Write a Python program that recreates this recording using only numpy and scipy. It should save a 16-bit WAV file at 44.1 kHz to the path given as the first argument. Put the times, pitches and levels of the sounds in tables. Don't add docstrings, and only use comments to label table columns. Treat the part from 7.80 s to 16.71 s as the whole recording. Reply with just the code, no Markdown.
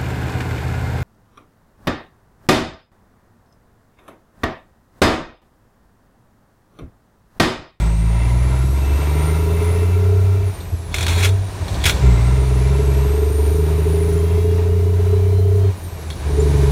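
import sys
import numpy as np
from scipy import signal
from scipy.fft import rfft, irfft
from scipy.io import wavfile
from scipy.ndimage import uniform_filter1d

SR = 44100
rng = np.random.default_rng(int(sys.argv[2]) if len(sys.argv) > 2 else 0)


def master_out(mix):
    frames = np.transpose(np.atleast_2d(mix))
    ceiling = np.clip(frames, -1, 1)
    pcm = np.round(ceiling * 32767).astype(np.int16)
    wavfile.write(sys.argv[1], SR, pcm)


def how_loud(loudness_db):
    steps = np.asarray(loudness_db, float) / 20
    return 10 ** steps


N = 392931
TIME = np.arange(N) / SR

# time in seconds, effort in dB.
EFFORT = [(0, 5), (.15, -1), (1.4, 2), (2.0, 0.5), (2.7, -3.5), (3.06, -4), (3.2, 3), (3.38, 4),
          (3.6, -1.5), (3.8, 0.5), (4.15, 7), (4.3, 5.5), (4.5, 3.5), (6.0, 0.5), (7.0, -2.5), (8.05, -4),
          (8.36, -1), (8.7, 5.5)]


def level(x, db):
    return x * how_loud(db) / np.sqrt(np.mean(x ** 2))


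def columns(table):
    s, *rest = np.transpose(table)
    return [np.interp(TIME, s, c) for c in rest]


def law(value, points):
    return np.interp(value, *np.transpose(points))


def walk(rate):
    return np.interp(TIME * rate, np.arange(1000), rng.standard_normal(1000))


def coloured(points):
    hz, db = np.transpose(points)
    f = np.maximum(np.arange(N // 2 + 1) * SR / N, 1)
    tilt = how_loud(np.interp(np.log(f), np.log(hz), db))
    return level(irfft(rfft(rng.standard_normal(N)) * tilt, N), 0)


def filtered(x, order, hz, kind):
    return signal.sosfilt(signal.butter(order, hz, kind, fs=SR, output="sos"), x)


def ring(x, modes, rate=0):
    total = 0
    for k, (hz, width, db) in enumerate(modes):
        swell_db = 3 * np.tanh(walk(rate)) if rate else 0
        mode = signal.lfilter(*signal.iirpeak(hz, hz / width, SR), x)
        total = total + (-1) ** k * how_loud(db + swell_db) * mode
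    return total


def smeared(turns, width_hz):
    clock = np.cumsum(np.broadcast_to(width_hz, N)) / SR
    a, b = (np.interp(clock, np.arange(N), rng.standard_normal(N)) for _ in range(2))
    return a * np.sin(2 * np.pi * turns) + b * np.cos(2 * np.pi * turns)


def hits(events, carrier):
    shape = np.zeros(N)
    for s, db, t60 in events:
        start = int(s * SR)
        after = TIME[start:int((s + 2 * t60) * SR)] - s
        shape[start:start + len(after)] += how_loud(db - 60 * after / t60) * np.clip(after / 0.00019, 0, 1)
    return shape * carrier


def bumps_db(events):
    return sum(db * np.exp(-((TIME - s) / half) ** 2) for s, half, db in events)


def firing_rate():
    # time in seconds, firing rate in Hz.
    revs = [(0, 53.9), (.25, 54.98), (1.27, 73.1), (2.36, 94.15), (2.66, 95.8), (2.8, 86.96), (3.25, 81.9),
            (3.54, 96.6), (3.78, 95.2), (3.97, 68.34), (4.19, 66.55), (4.33, 60), (6.7, 85.67),
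            (7.88, 96.2), (7.99, 87.15), (8.44, 72.55), (8.66, 72.7), (8.8, 70.4)]
    since = np.maximum(TIME - 4.27, 0)
    return columns(revs)[0] - 3.205 * np.sin(2 * np.pi * since / .41) * np.exp(-since / 1.26)


def boom_level(hz, fuel_db):
    # firing rate in Hz, boom in dB.
    cab_boom = [(50, -8), (55, -12.5), (63, -13), (72, -14), (80, -14), (89, -11), (95, -8)]
    # time in seconds, half length in seconds, boom in dB.
    surges = [
        (2.8, 0.011, -25),
        (2.937, 0.014, -13.5),
        (3.826, 0.023, -21),
        (4.07, 0.04, -23),
        (4.144, 0.033, -22),
        (4.28, 0.037, -10.5),
    ]
    coasting = np.clip(-fuel_db / 15, 0, 1) ** 2
    rocking = sum(how_loud(db) * np.exp(-((TIME - s) / half) ** 2) for s, half, db in surges)
    return 20 * np.log10(how_loud(law(hz, cab_boom) + fuel_db + 2 * coasting * walk(22)) + rocking)


def cab_boom_tones(cycles, hz, fuel_db, boom_db, cancel_hz):
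    # firing rate in Hz, octave in dB.
    cab_octave = [(53, -23), (58, -19), (64, -19), (77, -23), (86, -30), (90, -30), (93, -28.5),
                  (96, -36.5)]
    cancelling = 0.017 + np.tanh(((hz - cancel_hz) / 4.2) ** 2)
    octave_db = law(hz, cab_octave) + 2.2 * fuel_db + 20 * np.log10(cancelling)
    boom = how_loud(boom_db + 0.2 * walk(18)) * np.sin(2 * np.pi * cycles)
    boom += how_loud(octave_db + 0.41 * walk(45)) * np.cos(2 * np.pi * (2 * cycles + .66))
    return np.sqrt(2) * boom


def exhaust_pipe(puffs, hz):
    # resonance in Hz, width in Hz, level in dB.
    pipe_modes = [(159.8, 11.4, 8), (186, 124, -14), (282, 9.2, -22)]
    pipe = filtered(ring(puffs, pipe_modes), 4, 140, "high")
    return level(pipe, -26.5) * np.clip((78 - hz) / 12, 0, 1)


def floor_panels(knocks, hz, fuel_db, boom_db, wake_hz, plate_db):
    # resonance in Hz, width in Hz, level in dB.
    panel_modes = [(56.4, 28, -1.5), (105.5, 30.3, 2.5), (186.1, 18.7, -6), (294.8, 22.3, -5.5),
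                   (345.5, 54, -11), (676, 50, -7)]
    plate_hz = [392, 434]
    skirt_hz = [265, 385]
    # time in seconds, half length in seconds, extra dB.
    growls = [
        (2.31, 0.081, 4.5),
        (3.45, .07, 5.5),
        (4.273, 0.033, 10),
        (4.65, 0.27, 4),
        (8.62, 0.052, 9.5),
    ]
    load_db = uniform_filter1d(boom_db, SR // 10)
    panels = level(ring(ring(knocks, panel_modes), panel_modes), -14.5)

    rasp = level(rng.standard_normal(N), -10)
    plate = level(filtered(level(knocks, 0) + rasp, 3, plate_hz, "band"), 0)
    plate_db = plate_db - 1.28 * np.maximum(wake_hz - hz, 0) + 1.52 * fuel_db + 1.46 * walk(9)
    plate_db += bumps_db(growls)

    skirt = level(filtered(knocks, 2, skirt_hz, "band"), -10)
    skirt *= np.clip((94 - hz) / 14, 0, 1) * np.clip((hz - 54) / 18, .15, 1)
    return panels * how_loud(load_db) + skirt * how_loud(load_db - 7.5) + plate * how_loud(plate_db - 7.0)


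def combustion_clatter(cycles, fuel_db, strain_db):
    # frequency in Hz, noise density in dB per Hz.
    clatter_spectrum = [(280, 0), (470, 1.5), (538, -1.5), (648, 2), (861, -2.5), (962, -1.5), (1140, -5),
                        (1340, -7), (2230, -10), (4970, -19), (7660, -24.5), (9000, -27.5), (11700, -67),
                        (19800, -120)]
    # resonance in Hz, width in Hz, level in dB.
    ringing = [(567, 9.1, -4.5), (716, 28, -5.5), (960, 50, -0.5), (1371, 41, 8), (1880, 8, 0),
               (2073, 60, 8), (2344, 36, 2), (2645, 34, 9), (3555, 220, -7.5), (3740, 23, -18)]
    gate = 1.9 + np.exp(-(cycles % 1) / 0.9)
    hiss = coloured(clatter_spectrum)
    block = level(ring(hiss, ringing, rate=7), -6.0) * how_loud(strain_db + 0.83 * fuel_db)
    clatter = level(gate * (hiss + block), 0)
    return clatter * how_loud(-32 + columns(EFFORT)[0] + 1.35 * walk(9))


def gear_mesh(hz):
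    # multiple of firing rate, start in seconds, end in seconds, level in dB.
    mesh_tones = [
        (32.8, 6.55, 7.93, -52),
        (38.9, 6.3, 6.75, -48),
        (43.9, 7.1, 7.91, -50.5),
    ]
    steady = np.cumsum(uniform_filter1d(hz, SR // 12)) / SR
    whine = 0
    for teeth, a, b, db in mesh_tones:
        fade = np.interp(TIME, [a, a + 0.11, b - .05, b], [0, 1, 1, 0])
        tone = np.sin(2 * np.pi * teeth * steady) + .5 * smeared(teeth * steady, 25)
        whine = whine + how_loud(db) * fade * tone
    return whine


def engine():
    # time in seconds, fuel in dB.
    pedal = [(2.45, 0), (2.7, -5), (2.75, -23), (3.1, -14.5), (3.28, -2), (3.36, -2), (3.54, -0.5),
             (3.62, -8.5), (3.68, -12), (3.71, -18), (4.18, -8), (4.23, 3), (4.5, 1), (7.89, -0.5),
             (7.96, -18), (8.44, -12.5), (8.46, -2.5), (8.63, 2.5)]
    # start in seconds, firing rate in Hz up to which
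    # the floor plate wakes, firing rate in Hz where the octave cancels, plate in dB, block ring in dB.
    gears = [
        (0, 78.84, 70.05, -18, 3),
        (3.1, 90.64, 95.9, -23, -2.5),
        (4.0, 71.66, 73.1, -15, -1),
        (8.199, 70, 75.56, -20.5, -8),
    ]
    cylinders = [0, -17, -22, -2.5, -19, -22]
    hz = firing_rate()
    fuel_db = columns(pedal)[0]
    by_gear = np.transpose(gears)
    gear_now = np.searchsorted(by_gear[0], TIME, "right") - 1
    wake_hz, cancel_hz, plate_db, strain_db = by_gear[1:, gear_now]
    boom_db = boom_level(hz, fuel_db)
    cycles = np.cumsum(hz * (1 + 0.0034 * walk(25))) / SR

    firings = np.flatnonzero(np.diff(np.floor(cycles)))
    scatter_db = 1.2 * rng.standard_normal(len(firings))
    puffs, knocks = np.zeros((2, N))
    puffs[firings] = how_loud(boom_db[firings])
    knocks[firings] = how_loud(np.resize(cylinders, len(firings)) + scatter_db)

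    sound = cab_boom_tones(cycles, hz, fuel_db, boom_db, cancel_hz)
    sound += exhaust_pipe(puffs, hz)
    sound += floor_panels(knocks, hz, fuel_db, boom_db, wake_hz, plate_db)
    sound += combustion_clatter(cycles, fuel_db, strain_db)
    return sound + gear_mesh(hz)


def turbo():
    # time in seconds, lower wheel tone in Hz.
    spool = [(0, 5620), (.65, 7300), (1.0, 8320), (1.45, 9100), (1.85, 9750), (2.58, 10650), (2.8, 8670),
             (3.2, 6540), (3.52, 6805), (4.2, 5120), (5.1, 8150), (5.64, 9146), (6.35, 9925), (7.0, 10400),
             (7.89, 10750), (8.1, 8400), (8.5, 6397), (8.91, 7760)]
    # frequency in Hz, level in dB.
    blade = [(7300, -40), (8500, -38), (10500, -39.5), (13000, -39.5), (14500, -49), (15500, -47)]
    # frequency in Hz, level in dB.
    wheel = [(6300, -62), (7200, -56), (8100, -48.5), (8750, -44), (9100, -35), (9450, -45), (9800, -37.5),
             (10250, -53.5)]
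    # frequency in Hz, noise density in dB per Hz.
    air_spectrum = [(2350, -23), (4000, 1.5), (4940, -7), (6000, -2), (7250, -8), (9260, -5), (10400, -8),
                    (12800, -9), (15700, -15)]
    wheel_hz = uniform_filter1d(columns(spool)[0], SR // 12)
    speeding_up = np.gradient(uniform_filter1d(wheel_hz, SR // 8)) > 0
    boost = uniform_filter1d(1. * speeding_up, SR // 8)

    blade_hz = wheel_hz * (1.435 - .03 * boost)
    width_hz = (700 + 600 * boost) * (blade_hz / 12000) ** 1.4
    upper = smeared(np.cumsum(blade_hz) / SR, width_hz)
    upper = upper * how_loud(law(blade_hz, blade) - 4.5 * (2 - boost))

    turns = np.cumsum(wheel_hz) / SR
    lower = smeared(turns, 550) + 0.22 * boost * smeared(turns, 120)
    lower = lower * how_loud(law(wheel_hz, wheel) - 5 * (1 - boost))

    air = coloured(air_spectrum)
    top = signal.sosfiltfilt(signal.butter(2, 10300, "high", fs=SR, output="sos"), air)
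    air = air + top * (how_loud((blade_hz - 13400) / 1000) - 1)
    air_db = -43.5 + columns(EFFORT)[0] + 0.84 * walk(18)
    return upper + lower + air * how_loud(air_db)


def road():
    # frequency in Hz, noise density in dB per Hz.
    rumble_spectrum = [(12, -47), (24, -30), (40, 3.5), (87, 3.5), (193, -7.5), (216, -26), (248, -31),
                       (271, -17), (400, -13.5), (520, -47), (880, -120)]
    swell_db = 1.2 * walk(3) + 1.5 * walk(14)
    return coloured(rumble_spectrum) * how_loud(-26.5 + 1.1 * columns(EFFORT)[0] + swell_db)


def driveline_thumps():
    # time in seconds, peak in dB, time to fall 60 dB in seconds.
    thump_times = [
        (0.019, -22, 0.14),
        (1.719, -2, 0.0603),
        (2.928, -9, 0.14),
        (4.051, 0, 0.21),
        (4.118, -17, 0.096),
        (8.6, -16, 0.27),
    ]
    frame = ring(rng.standard_normal(N), [(60, 48, 7), (113, 32, -2), (390, 130, -13)])
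    return filtered(hits(thump_times, level(frame, 0)), 2, 500, "low") * how_loud(-11.5)


def gearbox():
    # time in seconds, scrape in dB.
    grinds = [
        [(3.11, -56), (3.146, -35), (3.158, -30), (3.236, -27.5), (3.26, -25), (3.266, -42), (3.36, -24),
         (3.45, -19), (3.51, -59)],
        [(4.0, -35), (4.02, -31), (4.058, -29), (4.108, -24.5), (4.132, -38), (4.2, -41)],
    ]
    # time in seconds, peak in dB, time to fall 60 dB in seconds.
    clashes = [(2.805, -26.5, 0.045), (3.1422, -10, 0.063), (3.1614, -20, 0.08), (3.1843, -17.5, 0.08),
               (3.2079, -19, 0.081), (3.2276, -12.5, 0.044), (3.2654, -10, 0.049), (3.2815, -13.5, 0.21),
               (3.4042, -30, 0.15), (3.4277, -14.5, 0.1), (3.447, -11.5, 0.093), (3.49, -20, 0.05),
               (3.8805, -19.5, 0.061), (3.9438, -26, 0.12), (4.0394, -9.5, 0.067), (4.055, -4, 0.17),
               (4.0957, -8, 0.029), (8.3025, -18, 0.067), (8.3248, -30, 0.072)]
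    # casing resonance in Hz, width in Hz, level in dB.
    casing_modes = [(1500, 250, -4), (1900, 250, -5), (2300, 250, 2), (2670, 120, -2), (3330, 150, 1),
                    (3550, 150, 2), (3720, 100, 0), (4310, 150, -3), (5550, 250, -13), (6650, 200, -14),
                    (8250, 300, -17), (9400, 500, -17), (11400, 500, -22)]
    # tooth resonance in Hz, width in Hz, level in dB.
    tooth_modes = [(3300, 130, -3), (3580, 130, 0), (3720, 100, -4), (4330, 150, 0)]
    grit = rng.standard_normal(N) * how_loud(2.0 * rng.exponential(size=N))
    broad = ring(grit, [(2120, 1700, 10), (8800, 7600, -1.0)])
    casing = level(ring(grit, casing_modes, rate=61) + 0.62 * broad, 0)
    teeth = level(ring(grit, tooth_modes), 0)
    scrape = 0
    for span in grinds:
        s, db = np.transpose(span)
        scrape = scrape + np.interp(TIME, s, how_loud(db), 0, 0)
    contact = scrape * how_loud(1.9 * walk(100) - 2.0) + hits(clashes, how_loud(-5.0))
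    light_limit = how_loud(-33.5)
    light = light_limit * np.tanh(contact / light_limit)
    return casing * (contact - 0.97 * light) + teeth * light


def trim():
    # start in seconds, length in seconds, pitch in Hz, level in dB.
    squeaks = [
        (6.367, 0.036, 7100, -43),
        (8.595, .025, 7200, -35),
    ]
    sound = 0
    for s, length, hz, db in squeaks:
        fade = np.interp(TIME, [s, s + 0.003, s + length - .004, s + length], [0, 1, 1, 0])
        sound = sound + how_loud(db) * fade * smeared(hz * TIME, 150)
    return sound


def scene():
    dry = engine() + turbo() + road() + driveline_thumps() + gearbox() + trim()
    cab = rng.standard_normal(SR // 8) * how_loud(-60 * TIME[:SR // 8] / 0.12 - 34)
    echoes = signal.fftconvolve(signal.lfilter([1, -.95], 1, dry), cab)[:N]
    return (dry + echoes)[None]


def band_limit(x):
    return signal.sosfilt(signal.butter(12, 15820, fs=SR, output="sos"), x)


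def record(dry):
    soft = np.tanh(0.79 * filtered(dry, 2, 40, "high"))
    mix = signal.sosfilt(signal.ellip(8, .2, 80, 15750, fs=SR, output="sos"), soft)
    return band_limit(mix)


dry = scene()
out = record(dry)
master_out(out)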